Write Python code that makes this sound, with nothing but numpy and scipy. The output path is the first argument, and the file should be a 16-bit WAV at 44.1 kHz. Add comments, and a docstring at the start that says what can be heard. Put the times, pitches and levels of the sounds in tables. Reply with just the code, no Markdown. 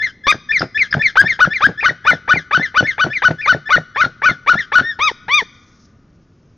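"""High, falling notes of one white-tailed eagle are heard first, duetting with its mate at the nest.
The nearer bird starts haltingly, then yelps: each note breaks upward and closes in throaty clucks.
It ends on two drawn-out cries. Vibrating membranes make the voices, ringing gullet modes the clucks.
Decaying noise makes the forest echoes, shaped noise the rustle and rumbling air; loud yelps saturate."""
import sys
import numpy as np
from scipy import signal
from scipy.fft import rfft, irfft, next_fast_len
from scipy.io import wavfile
from scipy.ndimage import map_coordinates

SR = 44100
rng = np.random.default_rng(int(sys.argv[2]) if len(sys.argv) > 2 else 0)


def digitize_waveform(pressure):
    """Quantize a signal to 16-bit integers and store it at the path in sys.argv[1].

    Rows of a 2-D input are taken as channels; values are limited to [-1, 1].
    """
    field = np.atleast_2d(pressure).T
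    bounded = np.clip(field, -1, 1)
    quanta = np.round(bounded * 32767).astype(np.int16)
    wavfile.write(sys.argv[1], SR, quanta)


N = 289737

# Yelps of the nearer bird: (register break [s], rise before it [s], hold after it [s], bend [Hz],
# level [dB], overtones [dB], cluck [dB], rebound pitch [Hz], rebound level [dB])
YELP_NOTES = [(1.177, 0.022, 0.038, 228.5, -5.5, -17, -12, 1494, -19),
              (1.416, .026, 0.034, -18, -6, -15, -15.5, 1687, -18),
              (1.642, 0.036, 0.024, 249.5, -7, -15, -12, 1613, -27.5),
              (1.860, 0.034, 0.024, 1.5, -9, -7.5, -16, 1877, -12.5),
              (2.084, 0.034, 0.024, 1.5, -7, -13.5, -11, 1800, -15.5),
              (2.310, 0.033, 0.024, 8, -7.5, -14, -11.5, 1808, -24.5),
              (2.550, 0.041, 0.022, 11.5, -8.5, -10, -11.5, 1580, -21),
              (2.779, 0.037, 0.024, 23.5, -8.5, -7.5, -9.5, 1499, -26.5),
              (3.013, 0.033, 0.027, 21, -9.5, -9, -8.5, 1500, -27),
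              (3.253, 0.033, 0.028, 22, -7.5, -12.5, -8.5, 1493, -29.5),
              (3.494, .035, .029, 2.5, -8, -10.5, -11.5, 1854, -17),
              (3.729, 0.038, 0.028, -14, -8, -10, -12, 1848, -14),
              (4.015, 0.057, 0.02, -22, -8.5, -13, -15, 1474, -12),
              (4.261, .043, .027, -14, -8.5, -12.5, -17.5, 1440, -12),
              (4.500, 0.038, 0.029, -8, -7.5, -15, -15.5, 1458, -12.5),
              (4.757, .039, 0.029, -7.5, -7.5, -14, -15, 1459, -10.5)]
# Echoes from the limbs; the raised beaks send them much of the treble:
# (frequency [Hz], level [dB], t60 [s])
LIMB_ECHOES = [(300, -35, .12), (1570, -15, 0.2), (2370, -14, 0.027), (4080, -3.5, 0.11),
               (6850, -3.5, 0.17)]
# Echoes from the forest: (frequency [Hz], level [dB], t60 [s])
FOREST_ECHOES = [(100, -26.5, 0.78), (700, -35.5, 0.47), (1360, -29, 2.7), (2320, -26.5, 0.63),
                 (3560, -19.5, 0.82), (5500, -17.5, 0.67), (7000, -26, 2)]
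GROWL_S = 0.015  # yelps and cries start with a growl this long


def amp(db):
    """Level to amplitude ratio: 20 dB is a factor of ten."""
    return 10 ** (np.asarray(db) / 20)


def unit(x):
    """Normalisation to an rms of 1."""
    return x / np.sqrt(np.mean(x ** 2) + 1e-20)


def along(points, hz):
    """Interpolation of (Hz, value) points on a logarithmic frequency axis."""
    f, v = np.transpose(points)
    return np.interp(np.log(hz + 1), np.log(f + 1), v)


def curves(rows, at):
    """Linear interpolation of every column after the first, read at the given places."""
    places, *cols = np.transpose(rows)
    return [np.interp(at, np.sort(places), c) for c in cols]


def wobble(rate, size):
    """Band-limited fluctuation: a smooth random curve with rate knots a second."""
    knots = rng.standard_normal(size + 4)
    return map_coordinates(knots, [np.arange(size) * min(rate / SR, 1)])


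def step(x, width):
    """Smooth transition from 0 to 1 as x passes zero."""
    return .5 + .5 * np.tanh(x / width)


def blend(a, b, share):
    """Linear crossfade from a to b as share goes from 0 to 1."""
    return a + (b - a) * share


def filtered(x, response):
    """Linear filtering: the spectrum of x times a response of frequency."""
    m = next_fast_len(x.shape[-1] + 8192)  # padding keeps the end from wrapping round
    spectrum = rfft(x, m) * response(np.fft.rfftfreq(m, 1 / SR))
    return irfft(spectrum, m)[..., :x.shape[-1]]


def noise(spectrum, size):
    """Coloured noise: white noise shaped by a spectrum, at an rms of 1."""
    white = rng.standard_normal(size)
    return unit(filtered(white, lambda hz: amp(along(spectrum, hz))))


def add(track, s, sound):
    """Superposition: mix a sound into the track at time s."""
    i = round(s * SR)
    part = sound[max(-i, 0):N - i]
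    track[max(i, 0):][:len(part)] += part


def flutter(since, hz, settle):
    """Damped oscillation: the membrane's dying shudder after a register break."""
    return (since > 0) * np.exp(-abs(since) / settle) * np.sin(2 * np.pi * hz * since)


def syrinx(hz, db, overtones_db, rough, jitter=.06, shimmer=.5, waver=0.015, doubling=0.63,
           rasp_db=-11, air_db=-38, dull=0.86, chest_hz=1350):
    """Self-sustained membrane vibration: harmonic when steady, period-doubled and raspy when rough."""
    # strength of an overtone by its own frequency: (frequency [Hz], level [dB])
    throat = [(1500, 6), (2000, -0.5), (2420, -0.5), (2750, -21), (3000, -2.5), (3600, -10.5), (3900, -13),
              (4600, -17), (5200, -16.5), (5900, -19), (6500, -28.5), (7300, -36.5)]
    # air through the throat: (frequency [Hz], relative level [dB])
    rasp = [(100, 5.5), (600, -6), (900, -22), (1600, 8), (2400, -6), (2750, -20.5), (3400, -2.5),
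            (6000, -24.5), (7300, -31.5)]
    n = len(hz)
    rough = np.clip(rough, 0, 1)
    low_register = np.clip((chest_hz - hz) / 150, 0, 1)
    hz = hz * (1 + jitter * rough * wobble(900, n) + waver * wobble(170, n))
    phase = 2 * np.pi * np.cumsum(hz) / SR

    tone = np.sin(phase)
    for k in range(2, 8):
        # soft low notes lose their upper overtones
        soft_db = dull * (k - 2) * low_register * np.minimum(db + 18, 0)
        partial_db = overtones_db + soft_db + along(throat, k * hz) + 1.9 * wobble(70, n)
        tone += amp(partial_db) * np.sin(k * phase)

    # in the low register every second cycle is weaker
    subharmonic = doubling * low_register * np.sqrt(rough) * np.sin(phase / 2)
    tone *= 1 + subharmonic + shimmer * rough * np.tanh(wobble(760, n))

    breath = (amp(air_db) + rough * amp(rasp_db)) * noise(rasp, n)
    from_ends = np.minimum(np.arange(n), np.arange(n)[::-1])
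    edge = np.clip(from_ends / (0.002 * SR), 0, 1)  # 2 ms fades
    return edge * amp(db) * (np.sqrt(2) * tone + breath)


def yelps(break_s=0.0022, growl_overtones_db=0, chest_overtones_db=-7, chest_rough=0.11,
          head_rough=0.093, break_rough=.5, shudder=0.082, surge_db=3.0, waver_db=1.5):
    """Register break: a growl clears into a rising, swelling note, jumps upward, holds and is cut off."""
    growl_hz, chest_hz, head_hz = 767.4, 1325, 1491.3  # first sound, before the break, after it
    climb_hz, sag_hz = 368.3, 94  # climb of the low register, final drop of the high one
    growl_db, crescendo_db = -17, 15  # growl under the full level, swell up to the break
    release_db_per_s = 3500.5
    out = np.zeros(N)
    for snap, rise_s, hold_s, bend_hz, level_db, overtones_db, *_ in YELP_NOTES:
        t = np.arange(-rise_s, hold_s + 0.01, 1 / SR)
        rise = np.minimum(1 + t / rise_s, 1)
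        held = np.clip(t / hold_s, 0, 1)
        voiced = step(t + rise_s - GROWL_S, 0.0012)
        upper = step(t + break_s, break_s)
        closed = step(t - hold_s, 0.0019)
        ring = flutter(t, hz=188, settle=0.0019)

        growl_share = np.minimum((t + rise_s) / GROWL_S, 1)
        chest = blend(growl_hz, chest_hz - climb_hz * (1 - rise), growl_share)
        head = head_hz + bend_hz * held - sag_hz * held ** 4
        hz = blend(chest, head, upper) * (1 + shudder * ring)

        db = level_db + blend(growl_db, -crescendo_db * (1 - rise), voiced)
        db = db - release_db_per_s * np.maximum(t - hold_s, 0)
        db = db - surge_db * ring + waver_db * wobble(120, len(t))

        bright = blend(chest_overtones_db, overtones_db, upper)
        bright = blend(growl_overtones_db, bright, voiced)
        clear = blend(chest_rough, head_rough, upper)
        rough = blend(0.94, clear, voiced * (1 - closed))  # rough in the growl and at the closing
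        rough = rough + break_rough * np.exp(-abs(t) / 0.0016)
        note = syrinx(hz, db, bright, rough, jitter=0.077, shimmer=0.55, waver=.008)
        add(out, snap - rise_s, note)
    return out


def clucks(ring_db=-10, puff_db=-12, puff_t60=0.11, rattle_db=3, low_hz=90):
    """Impulsive modal excitation: a pop rings the gullet's low modes and lets out a rattling puff."""
    # modes of the gullet: (frequency [Hz], level [dB], t60 [s])
    gullet = [(146, -7, 0.13), (163, 5, 0.033), (274, -0.5, 0.04), (565, 5.5, 0.014), (671.7, 4.5, 0.02),
              (1340, -2, 0.014)]
    # the puff of air: (frequency [Hz], relative level [dB])
    puff_spectrum = [(30, -15), (120, 7.5), (700, -2), (1000, -16), (1700, -9), (3000, -26), (7000, -42)]
    # the throat closes in a run of clucks: (delay after the note's end [s], level step [dB])
    closing_run = [(.004, -1), (0.0237, 3), (.042, -18), (.062, -21)]
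    # opening notes that close before the voice has caught: (end [s], cluck level [dB])
    false_starts = [(.319, -17.5), (.604, -9), (.944, -7)]
    out, t = np.zeros(N), np.arange(SR // 8) / SR
    attack = 1 - np.exp(-t / .001)
    yelp_ends = [(snap + hold_s, db) for snap, _, hold_s, *_, db, _, _ in YELP_NOTES]
    for end, cluck_db in false_starts + yelp_ends:
        for delay, step_db in closing_run:
            ring = np.zeros(len(t))
            for hz, level, t60 in gullet:
                # each cluck strikes the modes a little differently
                decay = amp(level + rng.normal(0, 3.9) - 60 * t / t60)
                mode_hz = hz * np.exp(rng.normal(0, .12))
                ring += decay * np.sin(2 * np.pi * mode_hz * t)
            rattle = amp(rattle_db * wobble(170, len(t)))
            puff = amp(-60 * t / puff_t60) * unit(rattle * noise(puff_spectrum, len(t)))
            pop = attack * (amp(puff_db) * puff - amp(ring_db) * ring)
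            add(out, end + delay, amp(cluck_db + step_db) * pop)
    high_pass = signal.butter(2, low_hz, "high", fs=SR, output="sos")
    return signal.sosfilt(high_pass, out)


def squeaks(arch=0.084, rough=0.76, overtones_db=-13):
    """Re-excitation: the membrane catches again for a few milliseconds."""
    # stray squeaks and grunts of the first and last notes:
    # (middle [s], length [s], peak pitch [Hz], level [dB])
    strays = [(0.328, 0.013, 1586, -13), (.596, 0.0099, 5240, -17.5), (0.6198, 0.0067, 1456, -10),
              (0.916, 0.019, 5150, -29.5), (0.9294, .008, 1690, -10), (0.943, .008, 1490, -9),
              (5.116, 0.0089, 440, -26), (5.425, .016, 433, -25.5)]
    rebound_s, rebound_length_s = 0.014, 0.02  # the squeak that follows each yelp
    rebounds = [(snap + hold_s + rebound_s, rebound_length_s, hz, db)
                for snap, _, hold_s, *_, hz, db in YELP_NOTES]
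    out = np.zeros(N)
    for s, length, hz, db in strays + rebounds:
        u = np.linspace(-1, 1, int(length * SR))
        squeak = syrinx(hz * (1 - arch * u ** 2), db, overtones_db, rough)
        add(out, s - length / 2, np.cos(u * np.pi / 2) * squeak)
    return out


def cries(full_share=0.58, arch_db=3, opening_db=2, growl_db=-1, growl_overtones_db=-3,
          clear_rough=.05, growl_rough=.85, tail_rough=.12, waver_db=1):
    """Frequency glide in one register: an arched call after a short growl, clearest at the crest."""
    # arched cries of both birds: (crest [s], rise before it [s], fall after it [s], crest pitch [Hz],
    # depth of the arch [0-1], level [dB], change at the ends [dB], overtones [dB])
    arches = [(0.309, 0.042, .011, 1240, .18, -12.5, 2, -1),
              (4.885, .065, 0.057, 1854, .13, -21.5, -7.5, -9),
              (5.055, 0.066, 0.052, 1279, .35, -15.5, -4.5, -0.5),
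              (5.365, .084, 0.054, 1221, 0.32, -18, -5, 3.5)]
    # the wide-open beak colours the cries: (frequency [Hz], gain [dB])
    gape = [(1200, 0), (1900, 1), (2450, 2.5), (3100, 1.5), (3650, 4), (4300, 0), (6000, 4.5), (7200, -4.5)]
    rise_power, fall_power = 2.1, 1.6  # shape of the arch on either side of the crest
    out = np.zeros(N)
    for crest, rise_s, fall_s, crest_hz, depth, level_db, ends_db, overtones_db in arches:
        t = np.arange(-rise_s, fall_s, 1 / SR)
        u = t / np.where(t < 0, rise_s, fall_s)
        slack = abs(u) ** np.where(u < 0, rise_power, fall_power)
        edge = step(abs(u) - full_share, 0.07)
        growl = step(GROWL_S - rise_s - t, 0.0027)

        hz = crest_hz * (1 - depth * slack)
        db = level_db - arch_db * slack + ends_db * edge + growl_db * growl
        db = db + waver_db * wobble(90, len(t))
        bright = overtones_db + opening_db * u + growl_overtones_db * growl
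        rough = clear_rough + tail_rough * edge + growl_rough * growl
        fade = np.clip((fall_s - t) / 0.0076, 0, 1)
        cry = syrinx(hz, db, bright, rough, waver=0.0067, doubling=0.39, air_db=-32, rasp_db=-8.5)
        add(out, crest - rise_s, fade * cry)
    return filtered(out, lambda hz: amp(along(gape, hz)))


def replies(full_share=0.57, catch_db=6, lead_overtones_db=-6, top_overtones_db=-8, overtones_db=-7,
            tail_overtones_db=-2, clear_rough=.12, break_rough=0.63, tail_rough=1.0, shudder=0.012,
            pull=.8, waver_db=1.6):
    """Resonance locking: a soft lead-in leaps up, then falls, clinging to a throat mode, and ends hoarse."""
    # notes of the mate: (register break [s], hold after it [s], top pitch [Hz], level [dB])
    reply_notes = [(0.024, 0.046, 2150, -12.5), (.268, 0.058, 2300, -17), (.520, .057, 2485, -8),
                   (.777, .056, 2480, -8), (1.023, .052, 2470, -7.5), (1.277, .043, 2330, -9.5),
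                   (1.535, .042, 2420, -11.5), (1.806, 0.055, 2500, -13.5), (2.073, .058, 2450, -13.5),
                   (2.335, .052, 2480, -13), (2.622, .035, 2150, -12), (2.867, .045, 2230, -13),
                   (3.131, 0.048, 2500, -14), (3.415, .057, 2510, -15), (3.687, 0.057, 2430, -17.5),
                   (3.978, 0.06, 2460, -18.5), (4.257, .055, 2490, -15.5), (4.588, 0.024, 2046, -12.5)]
    lead_s, lead_hz, lead_climb_hz = .033, 1810, 127.5  # the soft lead-in
    rest_hz = 1585  # pitch that the fall tends to
    lead_db, lead_swell_db = -4.5, 3  # lead-in under the full level, its swell
    swell_db = 6.5  # swell of the high note
    tail_db, tail_db_per_s = -4.5, 503  # drop and decay of the hoarse tail
    # near this throat resonance the falling note is held and sounds louder
    lock_hz, lock_width_hz, lock_db = 2081, 100, 6.5
    out = np.zeros(N)
    for snap, hold_s, top_hz, level_db in reply_notes:
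        t = np.arange(-lead_s, hold_s + 0.048, 1 / SR)
        lead = np.maximum(-t, 0) / lead_s
        held = np.maximum(t, 0) / hold_s
        upper, closed = step(t, .0015), step(t - hold_s, 0.007)
        strain = np.clip(1 - held / full_share, 0, 1)

        high = rest_hz + (top_hz - rest_hz) * np.exp(-held ** 2.4)
        lock = upper * np.exp(-((high - lock_hz) / lock_width_hz) ** 2)
        hz = blend(lead_hz - lead_climb_hz * lead, blend(high, lock_hz, pull * lock), upper)
        hz = hz * (1 + shudder * flutter(t, hz=248, settle=0.0085))

        catch = np.exp(-(t / 0.006 + 1) ** 2)  # a brief surge just before the leap
        db = level_db + blend(lead_db - lead_swell_db * lead ** 2, -swell_db * strain, upper)
        db = db + catch_db * catch + lock_db * (lock - 1)
        db = db + tail_db * closed - tail_db_per_s * np.maximum(t - hold_s, 0)
        db = db + waver_db * wobble(120, len(t))

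        bright = blend(overtones_db, top_overtones_db, strain)
        bright = blend(bright, tail_overtones_db, closed)
        bright = blend(lead_overtones_db, bright, upper) - catch_db * catch
        rough = clear_rough + break_rough * strain * upper + tail_rough * closed
        fade_in = np.minimum((t + lead_s) / .008, 1)
        note = syrinx(hz, db, bright, rough, jitter=0.036, waver=0.011, rasp_db=-14, air_db=-35)
        add(out, snap - lead_s, fade_in * note)
    return out


def echoes(x, place):
    """Diffuse reverberation: a noise tail with its own level and exponential decay at each frequency."""
    hz, t, z = signal.stft(rng.standard_normal(2 * SR), SR, nperseg=256)
    db, t60 = curves(place, hz[:, None])
    energy = SR * t60 / (2 * np.log(1000))  # of a decay by 60 dB in t60
    decaying = z * amp(db - 60 * t / t60) / np.sqrt(energy)
    tail = signal.istft(decaying, SR, nperseg=256)[1]
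    return signal.fftconvolve(x, tail)[:N]


def feather_rustle():
    """Friction noise: feathers rustle under a fluctuating envelope."""
    # swell of the rustle: (time [s], mean level [dB])
    swell = [(5.4, -95), (5.55, -63), (5.79, -61.5), (5.83, -58), (5.87, -62), (5.92, -74)]
    # its colour: (frequency [Hz], relative level [dB])
    feathers = [(1500, -9), (3500, 3.5), (5500, 14.5), (6600, 10.5), (7300, -10.5)]
    db = curves(swell, np.arange(N) / SR)[0] + 2 * wobble(90, N)
    return amp(db) * noise(feathers, N)


def quiet_air(level_db=-50):
    """Stationary broadband noise: the air rumbles, strongest at low frequencies."""
    # (frequency [Hz], relative level per Hz [dB])
    air = [(12, -33.5), (20, -11.5), (32, -23), (90, -11), (247, -16), (280, -19), (869, -38.5),
           (1200, -36.5), (7240, -57), (9410, -87), (15900, -120)]
    return amp(level_db) * noise(air, N)


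def scene():
    """Superposition of both birds, their echoes, the rustle and the quiet air."""
    birds = yelps() + replies() + cries() + squeaks() + clucks()
    reverberant = echoes(birds, LIMB_ECHOES) + echoes(birds, FOREST_ECHOES)
    mono = birds + reverberant + feather_rustle() + quiet_air()
    return np.array([mono, mono])


def record(dry, hardness=14):
    """Band limiting and saturation: a microphone rounds the loudest peaks; its mid range leans left."""
    # (frequency [Hz], left minus right [dB])
    balance = [(300, 0), (600, 3), (850, 0.5), (1100, 4), (1600, 4), (2100, 3), (3300, 2.5), (4700, 1),
               (7000, 1)]
    mic_hz, top_hz = 7100, 15800  # steep microphone roll-off, final cutoff
    ceiling = .79
    heard = filtered(dry, lambda hz: 1 / np.sqrt(1 + (hz / mic_hz) ** 50))
    saturated = heard / (1 + np.abs(heard / ceiling) ** hardness) ** (1 / hardness)

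    def pan(hz):
        """Level difference to opposite gain changes left and right."""
        lean = np.tanh(along(balance, hz) * np.log(10) / 40)
        return np.array([1 + lean, 1 - lean])

    stereo = filtered(saturated, pan)
    return filtered(stereo, lambda hz: hz < top_hz)


dry = scene()
out = record(dry)
digitize_waveform(out)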